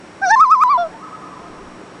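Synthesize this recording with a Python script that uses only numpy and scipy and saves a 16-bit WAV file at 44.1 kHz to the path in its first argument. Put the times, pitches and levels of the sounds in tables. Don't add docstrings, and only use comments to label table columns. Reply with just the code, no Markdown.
import sys
import numpy as np
from scipy import signal
from scipy.fft import rfft, irfft, next_fast_len
from scipy.io import wavfile
from scipy.ndimage import uniform_filter1d, map_coordinates

SR = 44100
rng = np.random.default_rng(int(sys.argv[2]) if len(sys.argv) > 2 else 0)


def master_out(mix):
    frames = np.transpose(np.atleast_2d(mix))
    ceiling = np.clip(frames, -1, 1)
    pcm = np.round(ceiling * 32767).astype(np.int16)
    wavfile.write(sys.argv[1], SR, pcm)


N = 88200
TIME = np.arange(N) / SR


def amp(db):
    return 10 ** (np.asarray(db) / 20)


def level_at(curve, hz):
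    curve_hz, curve_db = np.transpose(curve)
    return np.interp(np.log(hz + 1), np.log(curve_hz + 1), curve_db)


def wobble(rate):
    return map_coordinates(rng.standard_normal(2048), [TIME * rate + 2], mode="mirror")


def filtered(x, response):
    size = next_fast_len(N + SR // 2)
    return irfft(rfft(x, size) * response(np.fft.rfftfreq(size, 1 / SR)), size)[:N]


def noise(colour):
    x = filtered(rng.standard_normal(N), lambda hz: amp(level_at(colour, hz)))
    return x / np.sqrt(np.mean(x ** 2))


# (frequency [Hz], relative level [dB])
WASH_COLOUR = [(20, -33.5), (50, -13), (130, -5.5), (190, -6), (260, -1.5), (400, -5.5), (560, -6),
               (900, -8.5), (1400, -10.5), (2200, -16), (3200, -23), (4500, -26), (6500, -29),
               (9300, -32.5), (10200, -39.5), (11200, -61.5), (13000, -87)]
# (time [s], level [dB])
SWELL_LEVELS = [(0, -50), (.3, -47.5), (.7, -60), (1.35, -47), (1.54, -40.5), (1.62, -43.5), (1.74, -55),
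                (1.81, -41.5), (2, -43.5)]
# (frequency [Hz], relative level [dB])
SWELL_COLOUR = [(60, -45), (150, -9.5), (250, -2.5), (390, 1), (550, -7.5), (1000, -19), (2500, -32.5),
                (6000, -53), (11000, -110)]

def air_and_water(wash_db=-40, drift_db=0):
    wash = amp(wash_db + drift_db * wobble(6.7)) * noise(WASH_COLOUR)
    swell_db = np.interp(TIME, *np.transpose(SWELL_LEVELS))
    return wash + amp(swell_db) * noise(SWELL_COLOUR)


# (frequency [Hz], relative level [dB])
PUFF_COLOUR = [(10, -2), (25, -7), (50, -1.5), (100, -12), (250, -42), (1000, -90)]

def wind_puff(peak_s=1.625, width_s=0.15, db=-45.5):
    return amp(db) * np.exp(-((TIME - peak_s) / width_s) ** 2) * noise(PUFF_COLOUR)


# (frequency [Hz], level [dB], waver rate [Hz])
MOTOR_LINES = [(183.6, -51, 4.4), (307, -50, 4), (5590, -61, 32), (7849, -69, 5.2)]

def camera_whine():
    return sum(amp(db) * np.sqrt(2) * np.sin(2 * np.pi * hz * TIME + 1.28 * wobble(rate))
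               for hz, db, rate in MOTOR_LINES)


def echo(call, delay_s, db, t60_s, rise_s=0.0066):
    age = np.maximum(TIME - delay_s, 0)
    tail = rng.standard_normal(N) * (1 - np.exp(-age / rise_s)) * amp(-60 * age / t60_s)
    return amp(db) * signal.fftconvolve(call, tail / np.linalg.norm(tail))[:N]


# (delay [s], level before colouring [dB], time to fall 60 dB [s])
SHORE_ECHOES = [(.606, -33, .05), (0.622, -37.5, .35), (0.658, -35, 6.6), (.825, -40.5, 0.091)]
# (frequency [Hz], gain [dB])
SHORE_COLOUR = [(500, 14), (750, 2.5), (1000, 0.5), (1300, -2), (1700, -5), (3000, -24), (8000, -43)]

def lake_echoes(call):
    far = sum(echo(call, *shore) for shore in SHORE_ECHOES)
    near = echo(call, delay_s=0.018, db=-27.5, t60_s=0.54)
    return near + filtered(far, lambda hz: amp(level_at(SHORE_COLOUR, hz)))


SPLICE_S = 0.637

def splice_click(db=-7.5, decay_s=0.0001):
    age = TIME - SPLICE_S
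    return amp(db) * (age >= 0) * np.exp(-np.abs(age) / decay_s)


# (time [s], boost [dB])
FLARES = [(.308, 5), (0.411, 10.5), (0.516, 12.5), (0.623, 2)]

def loon_voice(hz, throat, edge_db, flicker_db, swell_db=0, top_db=0):
    jitter = 1 + 0.0015 * wobble(400)
    phase = 2 * np.pi * np.cumsum(hz * jitter) / SR
    bumps = [(np.exp(-((TIME - s) / 0.011) ** 2), db) for s, db in FLARES]
    flare = sum(bump for bump, _ in bumps)
    flare_db = sum(bump * db for bump, db in bumps)
    tone = amp(swell_db) * np.sin(phase)
    for k in range(2, 13):
        overtone_hz = k * hz
        treble = np.clip((overtone_hz - 1850) / 300, 0, 1)
        upper = np.clip((overtone_hz - 2500) / 2000, 0, 1)
        top = np.clip((overtone_hz - 4600) / 600, 0, 1)
        treble_db = edge_db + flicker_db * wobble(75)
        db = level_at(throat, overtone_hz) + treble * treble_db + upper * flare_db + top * top_db
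        rasp = 1 + 0.38 * treble * flare * wobble(900)
        tone += amp(db) * rasp * np.sin(k * phase) * (overtone_hz < throat[-1][0])
    return np.sqrt(2) * tone


def contours(note, fade_s=0.0078):
    times, *columns = np.transpose(note)
    hz, db, edge_db = [np.interp(TIME, times, column) for column in columns]
    gate = np.clip(np.minimum(TIME - times[0], times[-1] - TIME) / fade_s, 0, 1)
    return uniform_filter1d(hz, size=300), gate * amp(db), edge_db


# (time [s], pitch [Hz], level [dB], reedy edge [dB])
OPENING_NOTE = [(.212, 694, -26, -19.5), (.223, 775, -22, -11.5), (.238, 801, -18, -9.5),
                (.256, 757, -17, 0.5), (.275, 723, -15.5, -4), (.289, 701, -15, -3),
                (.302, 785, -19.5, -0.5), (.313, 852, -7, -4), (.324, 887, -8.5, -9),
                (.336, 911.5, -6.5, -9), (.350, 879, -8.5, -5), (.360, 926, -19.5, -12.5)]
# (frequency [Hz], overtone gain [dB])
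OPENING_THROAT = [(1250, -3), (1420, -12.5), (1590, 2.5), (1700, -2.5), (1810, -4.5), (2050, -33),
                  (2200, -33.5), (2370, -13), (2520, -36.5), (2700, -20.5), (2950, -55.5), (3580, -25),
                  (4000, -25.5), (4500, -26.5), (4950, -29), (5400, -21), (5820, -13), (6400, -30.5),
                  (7200, -41), (8600, -44.5), (10500, -62.5)]

def loon_opening_note():
    hz, gain, edge_db = contours(OPENING_NOTE)
    return gain * loon_voice(hz, OPENING_THROAT, edge_db, flicker_db=4)


# (time [s], pitch [Hz], level [dB], reedy edge [dB])
CLOSING_NOTE = [(.775, 713, -9.5, -11), (.783, 691.6, -15.5, -1), (.808, 704.2, -15, -3),
                (.828, 689.5, -17, -3.5), (.850, 653, -21.5, -18), (.872, 635, -29.5, -23),
                (.892, 627, -47.5, -18)]
# (frequency [Hz], overtone gain [dB])
CLOSING_THROAT = [(1230, -11), (1400, -11), (2100, -47), (2800, -35.5), (3500, -22.5), (4200, -30.5),
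                  (4900, -37.5), (5600, -28.5), (6300, -60.5), (7500, -60)]

def loon_closing_note():
    hz, gain, edge_db = contours(CLOSING_NOTE)
    return gain * loon_voice(hz, CLOSING_THROAT, edge_db, flicker_db=2.5)


# (time [s], pitch [Hz], level [dB], reedy edge [dB])
HIGH_NOTE = [(.358, 1072, 0.5, -13.5), (.366, 1059, -9, -4), (.386, 1006, -9.5, -4),
             (.460, 999.6, -9, -2.5), (.595, 1000, -10, -7), (.645, 1014, -8, 1), (.683, 973.3, -10, -0.5),
             (.745, 1009, -9, 0.5), (.779, 967, -12.5, -1.5)]
# (frequency [Hz], overtone gain [dB])
HIGH_THROAT = [(2000, -36.5), (2350, -21), (2600, -23.5), (3050, -47.5), (3550, -33.5), (3900, -38),
               (4100, -32), (4750, -29.5), (5150, -31), (5600, -27), (6300, -34), (6900, -45),
               (7700, -39.5), (8300, -48), (10500, -65.5)]
# (time [s], pitch lift [Hz], rise [s], fall [s], swell of the fundamental [dB])
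WARBLES = [(.427, 296.8, .0275, .026, 10), (0.529, 295.3, .0255, .026, 10), (0.634, 256.9, .026, .03, 6),
           (.711, 183.8, .019, .028, 1)]

def loon_high_note():
    hz, gain, edge_db = contours(HIGH_NOTE)
    after_splice = TIME >= SPLICE_S
    swell_db, trough = np.zeros(N), np.ones(N)
    for peak_s, lift_hz, rise_s, fall_s, db in WARBLES:
        width_s = np.where(TIME < peak_s, rise_s, fall_s)
        arch = np.exp(-np.abs((TIME - peak_s) / width_s) ** 2.52)
        if peak_s <= SPLICE_S + fall_s:
            arch[after_splice] = 0
        hz += lift_hz * arch
        swell_db += db * arch ** 1.65
        trough -= arch
    swell_db = uniform_filter1d(swell_db, size=40)
    edge_db -= 2 * trough
    top_db = -17 * after_splice
    buzz = 1 + after_splice * amp(-28) * np.sin(2 * np.pi * 295 * TIME)
    tone = loon_voice(hz, HIGH_THROAT, edge_db, flicker_db=4, swell_db=swell_db, top_db=top_db)
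    return gain * buzz * tone


def scene():
    call = loon_opening_note() + loon_high_note() + loon_closing_note()
    echoes = lake_echoes(call)
    background = air_and_water() + wind_puff() + camera_whine()
    return (background + echoes + splice_click() + call)[None]


def record(dry, ceiling_db=-3, release_db_per_s=19, top_hz=16000):
    mic = dry[0]
    over_db = np.maximum(20 * np.log10(np.abs(mic) + 1e-9) - ceiling_db, 0)
    recovery_db = release_db_per_s * TIME
    duck_db = np.maximum.accumulate(over_db + recovery_db) - recovery_db
    gain = amp(-uniform_filter1d(duck_db, size=90))
    thump = amp(-31) * signal.lfilter(*signal.butter(1, 2.6, "high", fs=SR), gain - 1)
    return filtered(mic * gain + thump, lambda hz: hz < top_hz)[None]


dry = scene()
out = record(dry)
master_out(out)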